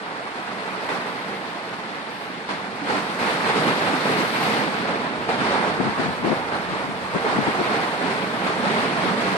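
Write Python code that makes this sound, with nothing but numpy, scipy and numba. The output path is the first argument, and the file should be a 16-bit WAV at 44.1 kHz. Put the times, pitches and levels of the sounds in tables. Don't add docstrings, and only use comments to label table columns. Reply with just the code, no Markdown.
import sys
import numpy as np
from scipy import signal
from scipy.fft import rfft, irfft, dct, next_fast_len
from scipy.io import wavfile
from numba import njit

SR = 44100
rng = np.random.default_rng(int(sys.argv[2]) if len(sys.argv) > 2 else 0)


def to_linear_factor(level_db):
    exponent = np.asarray(level_db, float) / 20
    return 10 ** exponent


def transcribe(signal):
    frames = np.atleast_2d(signal).T
    limited = np.clip(frames, -1, 1)
    pcm = np.round(limited * 32767).astype(np.int16)
    wavfile.write(sys.argv[1], SR, pcm)


N = 413305
POCKET_RISE = 0.1


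def rms_one(x):
    return x / np.sqrt(np.mean(x ** 2) + 1e-20)


def filtered(x, order, hz, kind):
    return signal.sosfilt(signal.butter(order, hz, kind, fs=SR, output="sos"), x)


def at_hz(points, hz):
    points_hz, values = np.transpose(points)
    return np.interp(np.log(hz), np.log(points_hz), values)


def in_time(rows):
    s, *columns = np.transpose(rows)
    return [np.interp(np.arange(N) / SR, s, column) for column in columns]


def drift(rate):
    r = np.exp(-80 * np.pi * rate / SR)
    slow = signal.lfilter([1], [1, -2 * r, r * r], rng.standard_normal(N // 40 + 2002))
    slow = rms_one(slow[2000:])
    return np.interp(np.arange(N) / 40, np.arange(len(slow)), slow)


def breakers(treble):
    # (time [s], level against the wash [dB], swelling time [s], pouring time [s], brightness [dB])
    crests = [(.606, -4, 0.032, 0, 2), (2.837, 7, 0.064, 0.07, 0), (3.18, 1.5, 0.023, 0.11, 4),
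              (3.598, 2.3, 0.077, 0.004, -2.5), (3.993, -0.4, 0.034, 0.19, -3.5),
              (4.298, 0.6, 0.13, 0.054, 2), (4.485, 0, .044, 0.075, 1), (5.356, 5, 0.068, .11, 4.5),
              (5.618, 5.5, 0.033, .032, 0), (5.788, 3, 0.02, 0.087, -2), (5.948, 4.5, 0.066, 0, 1.5),
              (6.229, 2, 0.028, 0.083, -1), (6.51, 2.5, 0.015, 0, 0), (6.69, 1.5, 0.052, 0.039, -1),
              (8.408, -1, 0.055, .02, 0), (8.62, -.9, 0.027, 0.2, 2), (9.2, -5.5, 0.046, 0.029, 2)]
    # (time [s], level against the wash [dB], pouring time [s], brightness [dB])
    slaps = [(.886, 5, 0, 3), (2.486, 6, 0, 1.5), (3.439, -1, 0.042, 0), (3.55, 0, 0.017, 0),
             (3.81, -2.5, 0.13, -7), (4.852, 0, 0.026, -3), (5.286, 5, 0.0012, 5.5),
             (5.516, 5.5, 0.093, -2.5), (7.135, 2, 0.015, -1), (7.241, 2, 0, -5), (7.431, -3.5, 0.29, 0),
             (7.706, -1, .135, -0.5), (8.006, 0.8, 0.16, -0.5), (8.463, -1, 0, -1), (8.948, -2.5, .13, -3)]
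    slap_s, drain_s = 0.006, 0.04
    t = np.arange(0, N + 32, 32) / SR
    power = np.ones(len(t))
    sudden = [(s, db, slap_s, pour, bright_db) for s, db, pour, bright_db in slaps]
    for s, db, swell, pour, bright_db in [*crests, *sudden]:
        rising = to_linear_factor(db + treble * bright_db) * np.clip((t - s) / swell, 0, 1)
        draining = np.exp(-np.maximum(t - s - swell - pour, 0) / drain_s)
        power = power + rising ** 2 * draining
    return np.interp(np.arange(N) / SR, t, 10 * np.log10(power))


def droplets(per_s, spread_db, share):
    hits = (rng.random((2, 2, N)) < per_s / SR) * rng.standard_normal((2, 2, N))
    hits = rms_one(hits * to_linear_factor(spread_db * drift(21)))
    return np.sqrt(1 - share) * rng.standard_normal((2, 2, N)) + np.sqrt(share) * hits


def foam(zone_db, lean_db, shared_db, near_db, own_db):
    zones_hz = [
        200,
        950,
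        3500,
        9000,
        13500,
    ]
    # (frequency [Hz], likeness [0-1])
    likeness = [(40, .7), (200, .88), (800, .85), (1000, .6), (1200, .3), (2000, .12), (3000, .2),
                (5000, .12), (7000, .03)]
    white = droplets(per_s=2500, spread_db=2.5, share=0.12)
    edges = 22 * 2 ** np.arange(0, 10, 0.5)
    everywhere = 0.3 * drift(6.5) + 1.94 * drift(20.6)
    nearby = [drift(13.0) for _ in zones_hz]
    out = 0
    for k, (low, high) in enumerate(zip(edges, edges[1:])):
        mid, side = filtered(white[k % 2], 2, [low, high], "band")
        hz = np.sqrt(low * high)
        share = [np.interp(np.log(hz), np.log(zones_hz), row) for row in np.eye(len(zones_hz))]
        surge_db = shared_db * everywhere + near_db * np.dot(share, nearby) + own_db * drift(19.0)
        turn_db = np.dot(share, lean_db) * [[0.5], [-0.5]]
        gain = to_linear_factor(np.dot(share, zone_db) + surge_db + turn_db)
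        alike = at_hz(likeness, hz)
        out = out + gain * (np.sqrt(1 + alike) * mid + np.sqrt(1 - alike) * side * [[1], [-1]])
    return out


@njit
def ring(out, start, size, hz, cycles, rise, sr):
    for k in range(len(start)):
        n = int(cycles[k] * sr / hz[k])
        for i in range(min(n, len(out) - start[k])):
            u = i / n
            phase = 2 * np.pi * cycles[k] * u * (1 + rise * u)
            out[start[k] + i] += size[k] * np.exp(-6.9 * u) * np.sin(phase)


def bubbles(rush_db, level_db, spread_db, cycles, rise, count=2500):
    when, pitch, size, length = rng.random((count, 4)).T
    start = (when * (N - 1)).astype(np.int64)
    sizes = to_linear_factor(rush_db[start] + level_db - spread_db * np.log(size + 0.0037))
    out = np.zeros(N)
    ring(out, start, sizes, 184.0 * to_linear_factor(22.0 * pitch), cycles * (0.5 + length), rise, SR)
    return out


def pockets(level_db):
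    # (time [s], peak level [dB], pitch [Hz], length [cycles])
    big_pockets = [(0.146, -27, 517, 14), (0.204, -15, 670, 14), (0.899, -24, 437, 14),
                   (2.489, -11, 875, 16), (2.609, -17, 767, 14), (2.819, -13, 287, 15),
                   (2.899, -10, 821, 15), (2.948, -14, 299, 18), (3.679, -9, 453, 7.8),
                   (4.849, -18, 466, 10), (5.288, -5, 763, 14), (5.314, -8, 820, 14), (5.529, -12, 640, 14),
                   (6.523, -8, 780, 14), (6.735, -12, 1150, 14), (8.42, -8, 800, 10), (5.292, -13, 696, 12),
                   (7.29, -11, 960, 14), (7.38, -9, 865, 12), (7.242, -7, 463, 11), (7.258, -9, 450, 12),
                   (7.468, -4, 931, 17), (7.549, -6, 770, 12), (7.719, -8, 740, 14), (8.039, -14, 278, 18),
                   (8.464, -6, 705, 14), (8.669, -6, 918, 15)]
    s, db, hz, cycles = np.transpose(big_pockets)
    start = ((s + 0.002) * SR).astype(np.int64)
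    out = np.zeros(N)
    ring(out, start, to_linear_factor(db + level_db), hz * 0.96, 2.7 * cycles, POCKET_RISE, SR)
    return out


def gurgles(pitch_spread, cycles, count=24):
    # (middle time [s], half length [s], level [dB], pitch [Hz])
    swarms = [(0.172, .03, -32, 1200), (1.32, 0.032, -33, 500), (2.52, 0.032, -29, 850),
              (2.939, 0.048, -24, 796), (3.68, 0.042, -25, 450), (4.149, 0.085, -25, 460),
              (5.30, .012, -24, 734), (5.601, 0.074, -25, 700), (6.748, 0.024, -27, 1350),
              (6.797, .015, -30, 2050), (7.3, .06, -26, 960), (7.55, .12, -23, 830),
              (8.07, .025, -27, 2200), (8.471, .015, -28, 1300), (8.75, 0.064, -27, 800)]
    s, half, db, hz = np.transpose(swarms)[:, :, None]
    when, pitch, size = rng.standard_normal((3, len(swarms), count))
    start = np.clip((s + half * when) * SR, 0, N - 1).astype(np.int64).ravel()
    sizes = to_linear_factor(db + 4.2 * size).ravel()
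    pitches = (hz * np.exp(pitch_spread * pitch)).ravel()
    out = np.zeros(N)
    ring(out, start, sizes, pitches, np.full(start.size, cycles), POCKET_RISE, SR)
    return out


def drops(tick_s, low_hz):
    # (time [s], peak level [dB], left-right [dB])
    ticks = [
        (3.85, -44, -10),
        (4.045, -42, -8),
        (4.435, -32, -2),
        (5.225, -47, 8),
    ]
    t, out = np.arange(N) / SR, np.zeros((2, N))
    for s, db, pan_db in ticks:
        sides = to_linear_factor(db + pan_db * np.array([[0.5], [-0.5]]))
        out += sides * (t > s) * np.exp(-np.abs(t - s) / tick_s)
    return filtered(out * rng.standard_normal((2, N)), 2, low_hz, "high")


def wind(lumpy_db, leak_db, low_cut_hz):
    # (middle time [s], half width [s], level [dB], eddy pitch [Hz])
    gusts = [(5.40, 0.021, -28, 200), (5.808, 0.011, -18, 251), (5.86, 0.029, -21, 191),
             (6.00, 0.015, -21, 260), (6.07, 0.034, -24, 170), (6.266, 0.031, -20.5, 234),
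             (6.306, 0.012, -24, 262), (6.325, 0.0063, -14.5, 330), (6.721, 0.037, -30.5, 151),
             (6.885, 0.03, -29.5, 200), (7.156, 0.0076, -12, 208), (7.30, 0.027, -23, 280),
             (7.389, 0.035, -24, 187), (7.483, 0.0093, -18.5, 190), (7.611, 0.013, -20, 330)]
    t, out = np.arange(N) / SR, np.zeros(N)
    for s, half, db, hz in gusts:
        span = slice(int((s - 3 * half - 0.02) * SR), int((s + 3 * half + 0.01) * SR))
        air = rng.standard_normal(len(t[span]))
        eddy = filtered(air, 1, [hz * 0.65, hz * 1.44], "band")
        eddy = filtered(eddy, 2, hz * 2.0, "low")
        swell = np.exp(-0.5 * ((t[span] - s) / half) ** 2)
        out[span] += to_linear_factor(db) * swell * rms_one(eddy)
    out = filtered(out * to_linear_factor(lumpy_db * drift(36)), 2, low_cut_hz, "high")
    return out * np.array([[1], [to_linear_factor(leak_db)]])


def breeze(level_db, peak_hz):
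    # (time [s], level [dB])
    freshening = [(0, -70), (1.7, -77), (2.6, -71), (3.3, -65), (4.6, -61), (5.6, -54), (6.1, -55),
                  (7.1, -56), (8.4, -65), (9.37, -60)]
    (wind_db,) = in_time(freshening)
    flutter = filtered(rng.standard_normal((2, N)), 1, [peak_hz * 1.03, peak_hz * 1.46], "band")
    flutter = filtered(flutter, 2, peak_hz * 3.4, "low")
    return rms_one(flutter) * to_linear_factor(wind_db + level_db + np.array([[2.5], [-2.5]]))


def ports(x, left, right):
    # (frequency [Hz], phase by which left leads [rad])
    lead = [(30, 1.5), (120, 0.22), (700, 0.6), (1000, 1.24), (1700, 2.8), (2100, 3.42), (2500, 5.86),
            (3000, 5.2), (4000, 9), (5000, 9)]
    # (frequency [Hz], width [Hz], level [dB])
    housing = [
        (45, 140, -4.5),
        (200, 210, 1.5),
        (454, 91, 4),
    ]
    size = next_fast_len(N + 4096)
    hz = np.maximum(np.arange(size // 2 + 1) * SR / size, 1)
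    earlier = np.exp(1j * at_hz(lead, hz))
    gain = np.array([to_linear_factor(at_hz(left, hz)) * earlier, to_linear_factor(at_hz(right, hz))])
    for peak_hz, width, db in housing:
        gain = gain * to_linear_factor(db / (1 + (2 * (hz - peak_hz) / width) ** 2))
    return irfft(rfft(x, size) * gain, size)[:, :N]


def scene():
    # (time [s], wash [dB], foaminess [dB], blown spray [dB],
    # weight of tumbling water [dB])
    wash_course = [(0, -32.5, -2, -2, -5.5), (.4, -32.5, -0.5, -0.5, -2.5), (.95, -30, 0, -0.5, -2),
                   (1.6, -32.5, .5, -.5, -2), (2.39, -35, 3, 0, 0), (2.7, -33, 0.5, 0, 1.5),
                   (3.14, -29.5, 0.5, 2, -1.3), (3.5, -24.5, 0.5, 1, 0), (4.3, -26.5, 3, 3.5, 1),
                   (4.69, -27, 1, -0.5, 2), (5.18, -29, -1.5, -3, .5), (5.9, -30, -1, -0.7, 0),
                   (6.5, -28.5, -2.1, -2, 0), (7.11, -31.5, -1, 1, -2), (7.3, -24.5, -2, -1.4, -3),
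                   (8.2, -29, 0.5, .5, 1.5), (8.8, -26.5, 0.5, .5, 3), (9.37, -25.5, 0.8, 0.5, 1.5)]
    # (time [s], left-right of the spray [dB])
    swing = [(0.0, -2.5), (0.13, 0.5), (2.4, 0), (2.45, 0.5), (5.64, 1.5), (8.46, 1.5), (8.77, -2.5),
             (9.37, 2.5)]
    # (middle time [s], half width [s], level [dB])
    mist_clouds = [
        (1.2, .3, 3),
        (2.2, 0.071, 7),
        (4.42, 0.24, 5.5),
        (6.3, .15, 3.5),
    ]
    # (frequency [Hz], level [dB per Hz])
    left_port = [(25, -60), (63, -31), (110, -12.5), (190, -2.5), (330, -7), (460, -7), (850, -3.5),
                 (2100, -8), (3100, -13), (4300, -14), (6500, -29.5), (8500, -28.5), (10500, -36.5),
                 (14000, -40)]
    right_port = [(25, -65), (63, -27), (110, -10), (190, 0.5), (330, -3.5), (460, -4), (850, 0),
                  (2100, -6.5), (3100, -18.5), (4300, -21), (6500, -32), (8500, -29.5), (10500, -34.5),
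                  (14000, -54)]
    # (frequency [Hz], level [dB])
    near_left = [(40, -16), (200, -7.5), (3000, -2.5)]
    near_right = [(40, -23), (200, -2.0), (3000, -4.5)]

    wash, foamy, blown, weight = in_time(wash_course)
    (heading,) = in_time(swing)
    heading = heading - np.mean(heading)
    t, still = np.arange(N) / SR, np.zeros(N)
    mist = sum(db * np.exp(-0.5 * ((t - s) / half) ** 2) for s, half, db in mist_clouds)

    lift, bright = breakers(treble=0), breakers(treble=0.76)
    depth = weight + 0.81 * lift
    splash = foamy + 0.79 * bright
    spray = blown + 0.83 * bright
    finest = 1.2 * blown + 0.6 * bright + mist
    zones = wash + np.array([depth, lift, splash, spray, finest])
    leans = np.array([still, still, -0.06 * heading, heading, heading])

    rush = to_linear_factor(13.0) * foam(zones, leans, shared_db=0.25, near_db=0.11, own_db=0.8)
    rings = bubbles(wash + lift, level_db=-5.5, spread_db=3.0, cycles=11.9, rise=0.065)
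    rings = rings + pockets(level_db=-7.0) + gurgles(pitch_spread=0.181, cycles=18.0)
    water = ports(rush, left_port, right_port) + ports(np.array([rings, rings]), near_left, near_right)
    air = wind(lumpy_db=3.0, leak_db=-21, low_cut_hz=137) + breeze(level_db=6.0, peak_hz=75)
    return water + drops(tick_s=0.004, low_hz=9000) + air


def as_mid_side(pair, joint):
    return np.where(joint, np.array([pair[0] + pair[1], pair[0] - pair[1]]) / np.sqrt(2), pair)


def thin_treble(x, follow, scatter_db, rounding):
    # (frequency [Hz], step against the loudness of the frame [dB])
    coarseness = [(4000, -45), (4800, -21), (5800, -17), (7000, -16.5), (8500, -16), (9600, -15.5),
                  (11000, -15), (12500, -14), (14500, -12.5)]
    hop, grid = 1024, 663
    count, front = N // hop + 3, 2 * hop - grid
    window = np.sin(np.pi * (np.arange(2 * hop) + 0.5) / (2 * hop))
    padded = np.pad(x, ((0, 0), (front, (count + 1) * hop - N - front)))
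    frames = np.stack([padded[:, k * hop:(k + 2) * hop] for k in range(count)], axis=1) * window
    a, b, c, d = np.split(frames, 4, axis=2)
    folded = np.concatenate([-c[..., ::-1] - d, a - b[..., ::-1]], axis=2)
    lines = dct(folded, type=4, norm="ortho")

    loud_db = 10 * np.log10(np.mean(lines ** 2, axis=(0, 2)) + 1e-12)[:, None]
    per_band = np.repeat(rng.standard_normal((count, hop // 32)), 32, axis=1)
    hz = (np.arange(hop) + 0.5) * SR / (2 * hop)
    step = to_linear_factor(at_hz(coarseness, hz) + follow * (loud_db + 25.5) - 26.5 + scatter_db * per_band)
    joint = np.repeat(rng.random((count, hop // 32)) < 0.5, 32, axis=1) & (hz < 9000)
    lines = as_mid_side(lines, joint)
    lines = np.sign(lines) * np.floor(np.abs(lines) / step + rounding) * step
    lines = as_mid_side(lines, joint)

    u, v = np.split(dct(lines, type=4, norm="ortho"), 2, axis=2)
    frames = np.concatenate([v, -v[..., ::-1], -u[..., ::-1], -u], axis=2) * window
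    first = np.pad(frames[..., :hop], ((0, 0), (0, 1), (0, 0)))
    second = np.pad(frames[..., hop:], ((0, 0), (1, 0), (0, 0)))
    return (first + second).reshape(2, -1)[:, front:front + N]


def low_pass(x):
    return signal.sosfilt(signal.butter(12, 14540, fs=SR, output="sos"), x)


def record(dry):
    thinned = thin_treble(dry, follow=0.99, scatter_db=2.0, rounding=0.4)
    return low_pass(thinned)


dry = scene()
out = record(dry)
transcribe(out)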